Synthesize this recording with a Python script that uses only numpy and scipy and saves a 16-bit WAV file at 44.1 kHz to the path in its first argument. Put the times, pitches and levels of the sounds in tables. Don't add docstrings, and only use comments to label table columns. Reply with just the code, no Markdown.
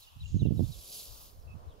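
import sys
import numpy as np
from scipy import signal
from scipy.fft import irfft
from scipy.io import wavfile
from scipy.ndimage import uniform_filter1d

SR = 44100
rng = np.random.default_rng(int(sys.argv[2]) if len(sys.argv) > 2 else 0)


def store_wav(level_fs):
    pcm = np.round(np.clip(np.atleast_2d(level_fs), -1, 1) * 32767)
    wavfile.write(sys.argv[1], SR, pcm.T.astype(np.int16))


N = 79380
TIME = np.arange(N) / SR

# frequency in Hz, relative level in dB.
AIR_SPECTRUM = [(1000, -8), (2200, -7.5), (3300, -15.5), (5000, -8.5), (7500, -14.5), (11000, -12.5),
                (15500, -12.5)]
MURMUR_SPECTRUM = [(60, -5), (300, -7), (480, 0), (680, -1), (950, -15), (1500, -19), (4000, -78)]
RUSH_SPECTRUM = [(400, -23.5), (750, -4.5), (1100, 1), (1400, -12), (1900, -22.5), (3000, -24), (6000, -38)]
# time in seconds, murmur level in dB, rush level in dB.
FAR_WIND_LEVELS = [(0, -77, -71), (.17, -94, -67.5), (.32, -72.5, -76.5), (.6, -61.5, -71), (.8, -65, -69),
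                   (.97, -62, -67.5), (1.22, -66, -62.5), (1.38, -66.5, -73.5), (1.5, -63.5, -66),
                   (1.63, -61, -63), (1.8, -62, -69.5)]
# frequency in Hz, correlation.
FAR_WIND_CORRELATION = [(100, 1), (400, 0.6), (700, -0.16), (1100, -0.72), (1500, -0.064), (2000, -0.1)]

# frequency in Hz, relative level in dB.
CHORUS_SPECTRUM = [(1900, -30), (2350, -18.5), (2620, -1.5), (3100, -1.5), (3800, -6.5), (4600, -17),
                   (7000, -32)]
# time in seconds, level in dB.
CHORUS_LEVELS = [(0, -67), (.3, -68), (.65, -71.5), (.95, -84), (1.4, -85.5), (1.8, -75.5)]
# start and length in seconds, first and last pitch in Hz, level in dB.
BIRD_SLURS = [(0.462, 0.025, 3375, 2940, -63), (1.397, 0.078, 5980, 4040, -74.5),
              (1.681, 0.053, 3970, 3220, -70)]
# start and length in seconds, first and last pitch in Hz, level in dB,
# left minus right in dB, phase lag on the right in radians.
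BIRD_NOTES = [(.07, 0.021, 2855, 2850, -55, -6, -3.5), (.233, 0.012, 2950, 2570, -56, -9, -3.6),
              (0.255, 0.011, 2820, 2760, -49.5, -7, -3), (0.423, 0.017, 2960, 2810, -54.5, -5, -2),
              (0.445, 0.0218, 2760, 2698, -54.5, -9.5, -2.5), (.638, 0.02, 3570, 3590, -57.5, -1, 1.5),
              (1.474, 0.021, 2644, 2620, -64.5, -6, -1.5), (1.498, 0.043, 2620, 2583, -61.5, -8.5, -1.5)]
# start in seconds, top pitch in Hz, level before the fade in dB.
BIRD_CHIRPS = [(0.019, 4100, -55.5), (.203, 4005, -52), (0.393, 3980, -52), (0.574, 3880, -58),
               (0.719, 3980, -52)]

# frequency in Hz, relative level in dB.
GRASS_BODY_SPECTRUM = [(1000, -25), (1900, -30), (2400, -12.5), (3100, -3), (4000, -1), (4900, 0.5),
                       (6000, -2), (7300, -2.5), (8700, -11.5), (10000, -14), (13000, -24)]
GRASS_SIZZLE_SPECTRUM = [(6000, -34), (8800, -11.5), (9800, -6), (10800, 0.5), (12000, -0.5), (13500, -2),
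                         (15700, -5)]
# time in seconds, relative levels of body and sizzle in dB.
GRASS_LEVELS = [(0, -63.5, -59.5), (.04, -64, -64.5), (.09, -70.5, -71), (.16, -74.5, -73),
                (.3, -67, -76.5), (.5, -74.5, -75.5), (.57, -68.5, -65.5), (.68, -60.5, -60.5),
                (.8, -57.5, -55.5), (.91, -53.5, -51), (.955, -48.5, -46.5), (1.01, -50.5, -50),
                (1.1, -56.5, -55.5), (1.25, -59, -57), (1.31, -65.5, -64.5), (1.37, -75, -72),
                (1.5, -77.5, -79), (1.8, -81.5, -100)]
# time in seconds, left lead in microseconds.
GRASS_LEAD = [(0, 7), (.75, -11), (.97, -4), (1.2, 11.5), (1.8, 7)]
# frequency in Hz, coherence,
# phase lag on the right in radians, left minus right in dB.
GRASS_PORT_RESPONSE = [(1970, 0.45, 0.5, 11), (3300, 0.37, 0.5, -1), (4380, 1, 1, -6),
                       (5880, 0.34, 0.5, -0.5), (7900, 1, 1.6, 4), (9600, 0.098, -0.4, 2),
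                       (11000, 0.58, 1.2, 0), (11680, 0.86, 1.9, -6.5), (12240, 0.54, 4.5, -3),
                       (15500, 0.51, 4.5, 2)]

# frequency in Hz, relative level in dB.
RUMBLE_SPECTRUM = [(15, -7), (40, -2), (75, -2.5), (130, -12.5), (220, -24.5), (400, -35.5), (1000, -70)]
# time in seconds, left level in dB, right level in dB.
RUMBLE_LEVELS = [(0, -66, -66), (.13, -61.5, -63), (.3, -46.5, -49), (.55, -49, -63), (.72, -55.5, -50),
                 (.9, -62, -64.5), (1.2, -53, -62), (1.35, -68, -51), (1.5, -53.5, -48),
                 (1.8, -61.5, -54.5)]
# centre and half-length in seconds, level in dB, roll-off in Hz, port (0 left, 1 right).
PORT_EDDIES = [(0.169, 0.015, -41, 85.5, 1), (0.221, 0.048, -40, 63, 1), (0.249, 0.062, -36, 51.4, 0),
               (0.313, 0.039, -43.5, 53.7, 0), (.345, 0.05, -29.5, 84.6, 1), (0.37, 0.045, -33.5, 62.6, 0),
               (.42, .07, -28, 134, 1), (0.437, 0.066, -34, 59.8, 0), (0.546, 0.054, -29.5, 156, 1),
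               (.552, 0.029, -38, 68.2, 0), (0.626, 0.036, -36, 82.6, 0), (.622, .04, -23.5, 119, 1),
               (.662, 0.032, -32.5, 73, 1), (0.701, .04, -34, 78, 1), (.775, 0.049, -42, 56, 1),
               (1.119, 0.05, -44.5, 37, 0), (1.38, 0.036, -48.5, 48, 0), (1.479, 0.062, -41.5, 52.3, 0),
               (1.555, 0.039, -38.5, 95, 1), (1.683, 0.028, -37.5, 47.4, 0)]
# time in seconds, peak in dB, half-width in seconds.
GUST_SLAPS = [(.345, -15, .0017), (0.3555, -16, 0.0021), (.366, -15.5, .0017), (0.4202, -15.5, 0.0012),
              (.429, -15.5, 0.0014), (.454, -15, 0.0011), (.461, -17.5, .0009), (0.4711, -13.5, 0.0014),
              (.485, -14, 0.0017), (0.5071, -14.5, .0013), (.512, -20.5, 0.0009), (0.522, -15, 0.0013),
              (0.5709, -19, 0.0026), (.583, -24, 0.0012), (0.5943, -15, 0.00079), (.606, -17, 0.00074),
              (0.638, -22, .0019)]


def amp(db):
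    return 10 ** (np.asarray(db) / 20)


def unit(x):
    return x / np.sqrt(np.mean(x ** 2) + 1e-20)


def over_time(rows, t, column=1):
    rows = np.array(rows, float)
    return np.interp(t, rows[:, 0], rows[:, column])


def over_hz(rows, hz, column=1):
    rows = np.array(rows, float)
    return np.interp(np.log(hz + 1), np.log(rows[:, 0] + 1), rows[:, column])


def add(mix, start, sound):
    part = mix[..., max(round(start * SR), 0):][..., :sound.shape[-1]]
    part += sound[..., :part.shape[-1]]


def noise(spectrum, size, correlation=None, modulate=None):
    hz = np.fft.rfftfreq(size, 1 / SR)
    t = np.arange(N * 4 // size + 5) * size / 4 / SR
    draws = rng.standard_normal((4, len(t), len(hz)))
    left, unrelated = draws[:2] + 1j * draws[2:]
    shared = np.clip(over_hz(correlation, hz), -1, 1) if correlation else 0
    bins = np.array([left, shared * left + np.sqrt(1 - shared ** 2) * unrelated])
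    if modulate:
        bins = modulate(bins, t, hz)
    bins *= amp(over_hz(spectrum, hz))
    return unit(signal.istft(bins.transpose(0, 2, 1), nperseg=size, noverlap=size * 3 // 4)[1][:, :N])


def far_wind():
    murmur = noise(MURMUR_SPECTRUM, size=1024, correlation=FAR_WIND_CORRELATION)
    murmur *= amp(over_time(FAR_WIND_LEVELS, TIME, column=1))
    rush = noise(RUSH_SPECTRUM, size=1024, correlation=FAR_WIND_CORRELATION)
    rush *= amp(over_time(FAR_WIND_LEVELS, TIME, column=2))
    return murmur + rush + amp(-72.5) * noise(AIR_SPECTRUM, size=512)


def flutter(width_hz, count):
    low_pass = signal.butter(2, width_hz / 2, fs=SR, output="sos")
    return unit(signal.sosfilt(low_pass, rng.standard_normal(SR)))[-count:]


def whistle(hz, db, pan_db=0, lag=0, waver=.012):
    t = np.arange(len(hz)) / SR
    drift = unit(uniform_filter1d(rng.standard_normal(SR // 2), size=90))[:len(hz)]
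    phase = 2 * np.pi * np.cumsum(hz * (1 + waver * drift)) / SR
    ramp = np.clip(np.minimum(t, t[-1] - t) / .0024, 0, 1)
    ports = np.array([amp(pan_db / 2) * np.sin(phase), amp(-pan_db / 2) * np.sin(phase - lag)])
    return amp(db) * np.sin(np.pi / 2 * ramp) ** 2 * ports


def buzz(length, start_hz, end_hz, db):
    progress = np.linspace(0, 1, round(length * SR))
    count = len(progress)
    rasp = (1 - progress) * flutter(900, count) + progress * flutter(250, count)
    rasp /= np.hypot(1 - progress, progress)
    swell = np.sqrt(abs(np.sin(np.pi * progress))) * amp(-9 * progress ** 2)
    return whistle(np.linspace(start_hz, end_hz, count), db, pan_db=-6) * swell * rasp


def bush_reverberation(calls, t60_s=.16, build_s=.006):
    t = TIME[:SR // 2]
    tail = rng.standard_normal((2, len(t))) * amp(-60 * t / t60_s) * np.minimum(t / build_s, 1)
    return amp(-12) * signal.fftconvolve(calls, tail / np.linalg.norm(tail[0]), axes=1)[:, :N]


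def birds():
    calls = np.zeros((2, N))
    progress = np.linspace(0, 1, round(.031 * SR))
    for start, top_hz, db in BIRD_CHIRPS:
        hz = top_hz * (1 - .262 * abs(progress - .269) ** 1.285)
        add(calls, start, whistle(hz, db, lag=1.62) * amp(-7 * progress ** 2))
        add(calls, start + .062, whistle(hz, db - 15, waver=.05))
    for start, length, start_hz, end_hz, db, pan_db, lag in BIRD_NOTES:
        hz = np.linspace(start_hz, end_hz, round(length * SR))
        add(calls, start, whistle(hz, db, pan_db, lag))
    for start, length, start_hz, end_hz, db in BIRD_SLURS:
        hz = np.linspace(start_hz, end_hz, round(length * SR))
        add(calls, start, whistle(hz, db) * flutter(width_hz=450, count=len(hz)))
    add(calls, .228, buzz(length=.25, start_hz=6970, end_hz=6130, db=-61))
    chorus = noise(CHORUS_SPECTRUM, size=512) * amp(over_time(CHORUS_LEVELS, TIME))
    return calls + bush_reverberation(calls) + chorus


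def rustle(bins, t, hz, patch_db=.9, flicker_db=1.2):
    lead_s = over_time(GRASS_LEAD, t)[:, None] / 1e6
    lag = over_hz(GRASS_PORT_RESPONSE, hz, column=2) + 2 * np.pi * hz * lead_s
    pan = amp(over_hz(GRASS_PORT_RESPONSE, hz, column=3) / 2)
    ports = np.array([bins[0] * pan, bins[1] * np.exp(-1j * lag) / pan])
    patches = uniform_filter1d(rng.standard_normal((len(t), len(hz))), size=12, axis=0)
    patches = unit(uniform_filter1d(patches, size=4, axis=1))
    flicker = unit(uniform_filter1d(rng.standard_normal((len(t), 1)), size=3, axis=0))
    return ports * amp(patch_db * patches - flicker_db * flicker)


def grass():
    body = noise(GRASS_BODY_SPECTRUM, size=256, correlation=GRASS_PORT_RESPONSE, modulate=rustle)
    body *= amp(1.5 + over_time(GRASS_LEVELS, TIME, column=1))
    sizzle = noise(GRASS_SIZZLE_SPECTRUM, size=256, correlation=GRASS_PORT_RESPONSE, modulate=rustle)
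    sizzle *= amp(2.5 + over_time(GRASS_LEVELS, TIME, column=2))
    return body + sizzle


def eddy(half_length, db, roll_off_hz, low_cut_hz=82):
    t = np.arange(-half_length, half_length, 1 / SR)
    hz = np.fft.rfftfreq(SR // 2, 1 / SR)
    spectrum = np.exp(-(hz / roll_off_hz) ** 1.291) * hz ** 3 / np.hypot(hz ** 3, low_cut_hz ** 3)
    analytic = signal.hilbert(irfft(spectrum * np.exp(2j * np.pi * rng.random(len(hz)))))
    power = signal.fftconvolve(abs(analytic) ** 2, np.hanning(SR // 40), "same")
    swirl = analytic.real / np.sqrt(power)
    window = np.cos(np.pi / 2 * t / half_length) ** 2
    return amp(db) * unit(swirl[SR // 20:][:len(t)] * window) * np.sqrt(np.mean(window ** 2))


def slap(db, half_width, low_cut_hz=96, top_hz=894):
    t = np.arange(-.02, .04, 1 / SR)
    pulse = signal.windows.tukey(len(t)) / (1 + (t / half_width) ** 2)
    low_cut = signal.butter(3, low_cut_hz, "high", fs=SR, output="sos")
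    rounding = signal.butter(3, top_hz, fs=SR, output="sos")
    pressure = signal.sosfilt(np.vstack([low_cut, rounding]), pulse)
    return amp(db) * pressure / abs(pressure).max()


def buffeting():
    levels_db = [over_time(RUMBLE_LEVELS, TIME, column) for column in (1, 2)]
    ports = noise(RUMBLE_SPECTRUM, size=4096) * amp(levels_db)
    for centre, half_length, db, roll_off_hz, port in PORT_EDDIES:
        add(ports[int(port)], centre - half_length, eddy(half_length, db, roll_off_hz))
    for centre, db, half_width in GUST_SLAPS:
        add(ports[1], centre - .02, slap(db, half_width))
    return ports


def scene():
    return far_wind() + birds() + grass() + buffeting()


def record(dry):
    low_pass = signal.firwin(1023, 15750, window=("kaiser", 9), fs=SR)
    return signal.oaconvolve(dry, low_pass[None], "same", axes=1)


dry = scene()
out = record(dry)
store_wav(out)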